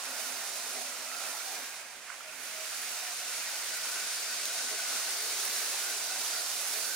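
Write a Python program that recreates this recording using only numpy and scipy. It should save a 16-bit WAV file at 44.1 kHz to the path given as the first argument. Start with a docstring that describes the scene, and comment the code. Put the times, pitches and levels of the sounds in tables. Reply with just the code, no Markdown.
"""A dense gear whir patters at once; it fades near 2 s, then returns stronger, over rattle and rumble.
It is a plastic toy monorail hanging from a wooden loop track in a small room.
One uneven meshing force modulates noise shaped by the spectra of gears, car bodies and track.
Narrow resonances of housing, hollow cars, rails and motors swell at set times.
Wheels knock over rail joints as decaying modes, and a part ticks now and then as decaying noise."""
import sys
import numpy as np
from scipy import signal
from scipy.fft import rfft, irfft, next_fast_len
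from scipy.io import wavfile
from scipy.ndimage import uniform_filter1d, map_coordinates

SR = 44100
rng = np.random.default_rng(int(sys.argv[2]) if len(sys.argv) > 2 else 0)


def wrap_up_sound(samples):
    """Save the sound to the file named by the first command line argument, as 16-bit audio."""
    columns = np.atleast_2d(samples).T
    # keep every value between -1 and 1, then stretch to whole-number steps
    tamed = np.clip(columns, -1, 1)
    steps = np.round(tamed * 32767).astype(np.int16)
    wavfile.write(sys.argv[1], SR, steps)


def elevation(decibels):
    """Turn decibel levels (scalar or array-like) into linear amplitude ratios."""
    levels = np.asarray(decibels, float)
    return 10 ** (levels / 20)


N = 306495

# Whir level and side over time; it fades near 2 s, then returns stronger:
# (time [s], whir level [dB], brush hiss against whir [dB], left-right difference [dB])
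WHIR_COURSE = [(0.0, -41.5, -9.5, -5), (0.19, -39.5, -6, -5), (0.41, -39.5, -8, -4.5),
               (0.95, -41, -9, -4.5), (1.47, -39.5, -6, -5), (1.6, -41.5, -6, -4), (1.79, -44.5, -10, -4),
               (1.83, -48, -10, -4.5), (2.0, -50, -11, -5.5), (2.13, -48, -11, -6), (2.26, -50, -9, -4),
               (2.42, -45, -6, -7), (2.52, -43, -9, -4), (2.61, -40.5, -8, -4), (3.1, -38.5, -8.5, -3),
               (4.0, -37, -9, -2), (4.7, -36, -10.5, -1.5), (5.48, -35.5, -6.5, -2.5),
               (5.79, -36, -8.5, -2.5), (6.3, -35.5, -8, -3), (6.95, -36.5, -5, -5)]
# Rattle and rumble levels over time, dipping near 2 s: (time [s], car rattle level [dB], track roll level [dB])
RATTLE_AND_RUMBLE = [(0, -46, -52.5), (.3, -44.5, -50), (.65, -46.5, -52.5), (1.6, -44.5, -51.5),
                     (1.95, -51, -58), (2.25, -49, -58), (2.45, -47.5, -56), (2.63, -44.5, -56),
                     (3.4, -43, -53), (4.3, -43.5, -53.5), (4.75, -43.5, -51.5), (5.4, -43, -51.5),
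                     (6, -43.5, -51.5), (6.95, -44.5, -51)]


def unit(x):
    """Normalisation: scale a signal to rms 1."""
    return x / np.sqrt(np.mean(x ** 2) + 1e-20)


def along(points, hz):
    """Interpolation of (frequency [Hz], value) points on a logarithmic frequency axis."""
    f, v = np.transpose(points)
    return np.interp(np.log(hz + 1), np.log(f + 1), v)


def curves(rows):
    """Linear interpolation in time: one value per sample for each column after the time."""
    s, *columns = np.transpose(rows)
    return [np.interp(np.arange(N) / SR, s, column) for column in columns]


def wobble(rate):
    """Slow random modulation: a smooth curve through random knots, rate knots a second."""
    knots = rng.standard_normal(N // 40 + 4)
    return map_coordinates(knots, [np.arange(N) * rate / SR])


def filtered(x, response):
    """Linear filtering: multiply the spectrum of x by a response of frequency."""
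    m = next_fast_len(N + 8192)
    return irfft(rfft(x, m) * response(np.fft.rfftfreq(m, 1 / SR)), m)[..., :N]


def panned(db):
    """Intensity stereo: left and right gains for a left-right level difference."""
    return elevation(np.array([db / 2, -db / 2]))


def pair(two, spectrum):
    """Coherence: coloured mid and side signals give a left-right likeness that varies with frequency."""
    # Microphone pair: (frequency [Hz], left-right correlation [1])
    likeness = [(60, .99), (130, .97), (290, .95), (640, .85), (1410, .74), (3100, .3), (4400, .22),
                (7000, .27), (10000, .32), (15000, .15)]

    def turn(hz):
        return np.arccos(np.clip(along(likeness, hz), -1, 1)) / 2

    def gain(hz):
        # steep roll-off below the first point of the spectrum
        return elevation(along(spectrum, hz)) * np.minimum(hz / spectrum[0][0], 1) ** 4

    mid, side = filtered(two, lambda hz: gain(hz) * [np.cos(turn(hz)), np.sin(turn(hz))])
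    return unit(np.array([mid + side, mid - side]))


def patter(spectrum, uneven_db, patchy_db):
    """Shot noise: contacts too dense to count merge into noise, uneven in time and patchy in frequency."""
    z = signal.stft(rng.standard_normal((2, N)), nperseg=512)[2]
    field = rng.standard_normal(z.shape[1:])
    field = uniform_filter1d(field, size=5, axis=0)  # over frequency bins
    field = uniform_filter1d(field, size=10, axis=1)  # over frames
    two = signal.istft(z * elevation(patchy_db * unit(field)), nperseg=512)[1][:, :N]
    return pair(two * elevation(uneven_db), spectrum)


def ring(hz, width_hz, steady=.5):
    """Resonance under random excitation: narrow-band noise on a carrier; steady 0-1 evens its envelope."""
    a, b = filtered(rng.standard_normal((2, 2, N)), lambda f: 1 / (1 + (2 * f / width_hz) ** 3))
    phase = 2 * np.pi * np.cumsum(hz * np.ones(N)) / SR
    envelope = np.hypot(a, b) + 1e-9
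    band = (a * np.cos(phase) + b * np.sin(phase)) / envelope ** np.clip(steady, 0, 1)
    return pair(band, [(np.min(hz) / 2, 0)])


def flecks(count, mid_hz, octaves, life_s, spread_db):
    """Transient resonance: small parts along the train sing for a moment at scattered pitches and places."""
    u = rng.random((count, 1))
    z = rng.standard_normal((count, 3))  # pitch, side and strength
    t = np.arange(SR // 12) / SR
    hz = np.clip(mid_hz * 2 ** (octaves * z[:, :1]), 500, SR / 3)
    swell = np.sin(np.pi * np.clip(t / life_s, 0, 1)) ** 2
    rings = elevation(spread_db * z[:, 2:]) * np.sin(2 * np.pi * hz * t) * swell
    at = (u * N).astype(int) + np.arange(len(t))
    sides = panned(4 * z[:, 1:2])
    return unit(np.array([np.bincount(at.ravel(), (rings * g).ravel(), minlength=N)[:N] for g in sides]))


def swelling(rest_db, swells):
    """Amplitude envelope: a wavering rest level summed in power with a smooth arch at each swell."""
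    t = np.arange(0, N, 64) / SR
    rises = sum(elevation(db) * np.cos(np.pi * np.clip((t - s) / length, -.5, .5)) ** 2
                for s, *_, db, length in swells)
    rest = elevation(rest_db + 3 * wobble(7))
    return np.hypot(rest, np.interp(np.arange(N) / SR, t, rises))


def gears(mesh):
    """Forced vibration: meshing drives whir, flecks and housing, as brush noise and the motor can ring."""
    # Noise spectra: (frequency [Hz], relative density [dB])
    whir_spectrum = [(1650, -70), (2800, -6.5), (3250, -6), (3730, 0), (4580, 0.5), (6100, 2), (8710, -2.5),
                     (9650, -2), (10800, -10), (14000, -40), (22000, -120)]
    hiss_spectrum = [(6060, -52), (10300, -6), (11300, -3.5), (12400, -0.5), (13200, 2), (14300, -0.5),
                     (15500, -2), (16000, -7)]
    # A gear housing sings up: (centre time [s], frequency [Hz], swell level [dB], full length [s])
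    housing_swells = [(2.75, 4670, -54, .5), (3.607, 4650, -57, 0.83), (4.304, 4680, -46, .5),
                      (4.8, 4640, -57, .5), (5.2, 4620, -46, 0.47), (5.598, 4200, -55, .25),
                      (6.001, 4940, -50, .3), (6.36, 4696, -42, 0.18), (6.851, 4620, -45, 0.43)]
    whir_db, hiss_db, pan_db = curves(WHIR_COURSE)

    whir = patter(whir_spectrum, 0.52 * mesh + 0.41 * wobble(30), patchy_db=0.1)
    whir = whir + elevation(-13.5) * flecks(count=1200, mid_hz=5246, octaves=.4, life_s=0.036, spread_db=2.0)

    hiss = patter(hiss_spectrum, 0.77 * mesh + .5 * wobble(40) + 1.0 * wobble(600), patchy_db=1.0)
    can_db = -4.5 + 1.5 * wobble(12) + 1.5 * mesh  # against the hiss
    can_hz = 9700 + 60.5 * wobble(2.5)
    can = elevation(can_db) * ring(can_hz, width_hz=780, steady=.1)

    housing_gain = swelling(whir_db - 18.5, housing_swells)
    housing = housing_gain * ring(curves(housing_swells)[0], width_hz=610, steady=.1)
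    return panned(pan_db) * (elevation(whir_db) * (whir + elevation(hiss_db) * (hiss + can)) + housing)


def cars(mesh):
    """Cavity resonance: plastic bodies rattle and their main hollow shifts in pitch as they swing round."""
    # Noise spectrum: (frequency [Hz], relative density [dB])
    rattle_spectrum = [(680, -20), (1150, -7.5), (1420, -1), (1710, -3), (2520, -1), (3400, -8.5),
                       (4420, -28), (7480, -120)]
    # The main hollow sings up: (centre time [s], frequency [Hz], swell level [dB], full length [s])
    hollow_swells = [(0.239, 1458, -54, 0.11), (1.135, 1348, -50, 0.18), (1.354, 1354, -56, 0.83),
                     (1.549, 1600, -56, 0.1), (2.107, 1523, -52, .09), (3.554, 1499, -50, .3),
                     (3.74, 1480, -51, 0.23), (3.901, 1427, -48.5, 0.33), (4.028, 1540, -49.5, 0.27),
                     (4.311, 1498, -47, .2), (4.49, 1508, -47, .12), (4.598, 1502, -52, .07),
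                     (4.801, 1490, -50, 0.75), (5.047, 1476, -56, 0.35), (5.439, 1600, -45.5, 0.16),
                     (5.621, 1538, -51, 0.19), (5.867, 1490, -46.5, 0.24), (6.104, 1470, -47.5, .2),
                     (6.37, 1436, -45, 0.16), (6.686, 1470, -53, 0.22), (6.924, 1520, -46.5, .3)]
    rattle_db, roll_db = curves(RATTLE_AND_RUMBLE)
    pan_db = curves(WHIR_COURSE)[2] + 1.5  # the bodies sit left of the motors

    rattle = patter(rattle_spectrum, 0.61 * mesh, patchy_db=0.8)
    rattle = rattle + elevation(-10.5) * flecks(count=500, mid_hz=2185, octaves=.3, life_s=0.05, spread_db=2.0)
    hollow_gain = swelling(roll_db - 8.5, hollow_swells)
    hollow = hollow_gain * ring(curves(hollow_swells)[0], width_hz=184, steady=0.14)
    return panned(pan_db) * (elevation(rattle_db) * rattle + hollow)


def track(mesh):
    """Structure-borne sound: frame rumble and wheel roll, with swelling rail modes, motor hum and murmur."""
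    # Noise spectra: (frequency [Hz], relative density [dB])
    rumble_spectrum = [(120, -53), (200, -15.5), (243, -8.5), (333, -7), (580, 1.5), (637, -12), (700, 4.5),
                       (910, -34), (1540, -120)]
    roll_spectrum = [(380, -29), (650, 0), (717, -0.5), (829, 0), (1250, -3), (1620, -30), (2750, -120)]
    deep_spectrum = [(75, -30), (95, -3.5), (120, -4.5), (150, -1), (200, -2), (260, -3), (440, -120)]
    # Rail modes: (frequency [Hz], width at half amplitude [Hz], rest level against the roll [dB])
    rail_modes = [(257, 38, -24.5), (420, 100, -20.5), (635, 19, -15)]
    # A mode swells: (centre time [s], mode frequency [Hz], swell level [dB], full length [s])
    mode_swells = [(.11, 257, -60, 0.14), (0.294, 257, -58.5, 0.27), (0.797, 257, -59.5, 0.35),
                   (1.288, 257, -64, 0.18), (1.62, 257, -64, .15), (2.41, 257, -69, 0.3),
                   (4.647, 257, -66, 0.27), (4.926, 257, -66, .2), (6.904, 257, -75, .3),
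                   (.55, 257, -71, 0.44), (1.05, 257, -67, 0.48), (2.75, 257, -74, 0.67),
                   (3.248, 257, -72, .15), (4.302, 257, -72, 0.75), (6.053, 257, -81, 0.26),
                   (.77, 420, -60, 0.22), (1.53, 420, -63, 0.21), (2.62, 420, -64, 0.23),
                   (4.41, 420, -63, 0.21), (4.736, 420, -52, .12), (4.946, 420, -57, .12),
                   (5.297, 420, -56, 0.64), (5.66, 415, -61, 0.6), (5.92, 420, -55, .2),
                   (6.303, 420, -63, 0.21), (6.776, 420, -55.5, 0.17), (0.192, 635, -50, 0.17),
                   (.5, 635, -69, .35), (0.79, 635, -49.5, 0.2), (1.275, 635, -51, 0.11),
                   (2.284, 635, -55.5, .1), (2.6, 635, -49, 0.28), (3.05, 635, -62, 0.23),
                   (4.49, 635, -57, .2), (4.728, 635, -53, 0.14), (5.05, 635, -63, 0.082),
                   (5.597, 635, -59, 0.22), (5.906, 635, -53, .12), (6.07, 635, -53, 0.14),
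                   (6.331, 635, -59, .25), (6.778, 635, -55, 0.16)]
    # The motor hum swells: (centre time [s], frequency [Hz], swell level [dB], full length [s])
    hum_swells = [(.2, 721, -54, .2), (0.419, 720, -71, .25), (0.811, 720, -51, 0.2),
                  (1.219, 751, -52, 0.34), (1.515, 762, -51, .25), (1.92, 740, -58, 0.14),
                  (2.851, 725, -55.5, .2), (3.037, 722, -54.5, 0.37), (3.23, 722, -52, .12),
                  (3.947, 705, -61, 0.23), (4.571, 691, -49.5, .14), (4.87, 695, -55, 0.64),
                  (5.901, 720, -55, .12), (6.157, 743, -50, .17), (6.38, 717, -50.5, .2),
                  (6.765, 705, -57, .25)]
    # The deep murmur swells: (centre time [s], swell level [dB], full length [s])
    murmur_swells = [(.95, -77, 0.6), (2.55, -80, .4), (3.712, -81, .5), (5.954, -81, 0.58),
                     (6.847, -75, 0.67)]
    roll_db = curves(RATTLE_AND_RUMBLE)[1]

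    rumble = elevation(roll_db - 5) * patter(rumble_spectrum, .5 * mesh, patchy_db=1.86)
    roll = elevation(roll_db) * patter(roll_spectrum, .5 * mesh, patchy_db=1.5)
    deep = swelling(-80.5, murmur_swells) * pair(rng.standard_normal((2, N)), deep_spectrum)

    modes = 0
    for hz, width_hz, rest_db in rail_modes:
        own_swells = [w for w in mode_swells if abs(np.log(w[1] / hz)) < 1 / 5]  # those near this mode
        modes = modes + swelling(roll_db + rest_db, own_swells) * ring(hz, width_hz, steady=0.36)

    hum_gain = swelling(roll_db - 13, hum_swells)
    hum = hum_gain * ring(curves(hum_swells)[0], width_hz=89, steady=0.31)
    return rumble + roll + deep + modes + hum


def room_tone():
    """Background noise: a faint narrow-band drone over the lowest broadband murmur of the room."""
    # (frequency [Hz], relative density [dB])
    spectrum = [(20, -18), (40, -8), (60, 8), (90, -10), (130, -30), (200, -120)]
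    murmur = pair(rng.standard_normal((2, N)), spectrum)
    return elevation(-94.5) * ring(68.5, width_hz=7, steady=.3) + elevation(-97) * murmur


def knocks():
    """Impact excitation: joints ring decaying bogie modes roughly; ticks are fast-decaying random pulses."""
    # Wheels over joints: (time [s], peak level before the high-pass [dB], left-right difference [dB])
    joints = [(1.114, -35, -6), (1.535, -42, -3.5), (2.075, -39, -8), (2.085, -38, -6.0), (2.1, -32.5, -10),
              (2.116, -36, -5.5), (2.127, -41, -10), (2.139, -37, -6), (2.206, -39.5, -11),
              (2.784, -42, -2.5), (3.928, -35, -2.0), (4.397, -34, 0), (4.564, -38, -2.0), (4.793, -36, 3),
              (4.927, -31, -1.5), (6.008, -33, -3), (6.345, -37, -2.0)]
    # Modes of the loose bogie: (mean frequency [Hz], mean relative level [dB], 60 dB decay time [s])
    bogie_modes = [(1250, -2.5, 0.018), (1600, -8, 0.041), (2180, -5.5, 0.02)]
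    # Sharp ticks: (time [s], starting level before the high-pass [dB], left-right difference [dB])
    tick_events = [(1.479, -33, -5), (3.772, -29, -3), (4.418, -29, -2), (4.455, -21, -1), (5.452, -22, -4),
                   (5.73, -30, -3), (6.520, -35, -4), (6.779, -31, -6)]
    attack_s, roughness, tick_t60_s = .0015, .6, .007
    thuds, ticks = np.zeros((2, 2, N + SR))
    t = np.arange(SR // 8) / SR

    for s, db, pan_db in joints:
        thud = 0
        for hz, level, t60 in bogie_modes:
            decay = elevation(level + rng.normal(0, 2.6) - 60 * t / t60)
            thud = thud + decay * np.sin(2 * np.pi * hz * rng.normal(1, 0.065) * t)
        rough = 1 + roughness * unit(uniform_filter1d(rng.standard_normal(len(t)), size=40))
        thud = thud * rough * (1 - np.exp(-t / attack_s))
        thud = thud / np.abs(thud).max()
        thuds[:, round(s * SR):][:, :len(t)] += elevation(db) * panned(pan_db)[:, None] * thud

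    for s, db, pan_db in tick_events:
        crack = rng.choice([-1., 1.], len(t)) * elevation(-60 * t / tick_t60_s)
        ticks[:, round(s * SR):][:, :len(t)] += elevation(db) * panned(pan_db)[:, None] * crack

    def above(cut_hz):
        return lambda hz: np.minimum(hz / cut_hz, 1) ** 3

    return filtered(thuds[:, :N], above(900)) + filtered(ticks[:, :N], above(3100))


def scene():
    """Superposition: one uneven meshing force, slow and fast, modulates gears, cars and track together."""
    mesh = 1.05 * wobble(8.4) + .5 * wobble(25) + 0.63 * wobble(200)
    return gears(mesh) + cars(mesh) + track(mesh) + room_tone() + knocks()


def roll_off(x):
    """The treble ends steeply here."""
    return signal.sosfilt(signal.butter(12, 17010, fs=SR, output="sos"), x)


def record(dry):
    """Stereo pickup: level and phase differ between channels by frequency; deep bass and top are cut."""
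    # Channel level: (frequency [Hz], left-right difference [dB])
    lean_points = [(100, -0.5), (1500, -2), (4500, 2), (7000, -0.5), (9600, -4.5), (14000, 0.5)]
    # Channel phase: (frequency [Hz], angle by which left leads [rad])
    lead_points = [(2400, 0.1), (4400, -0.24), (5500, 1.43), (10000, 1.34), (16000, 1.7)]
    top_hz = 15830

    def response(hz):
        bass_cut = 1 / (1 + (30 / (hz + 1)) ** 4)
        lead = np.exp(.5j * np.outer([1, -1], along(lead_points, hz)))
        return panned(along(lean_points, hz)) * lead * bass_cut * (hz < top_hz)

    return roll_off(filtered(dry, response))


dry = scene()
out = record(dry)
wrap_up_sound(out)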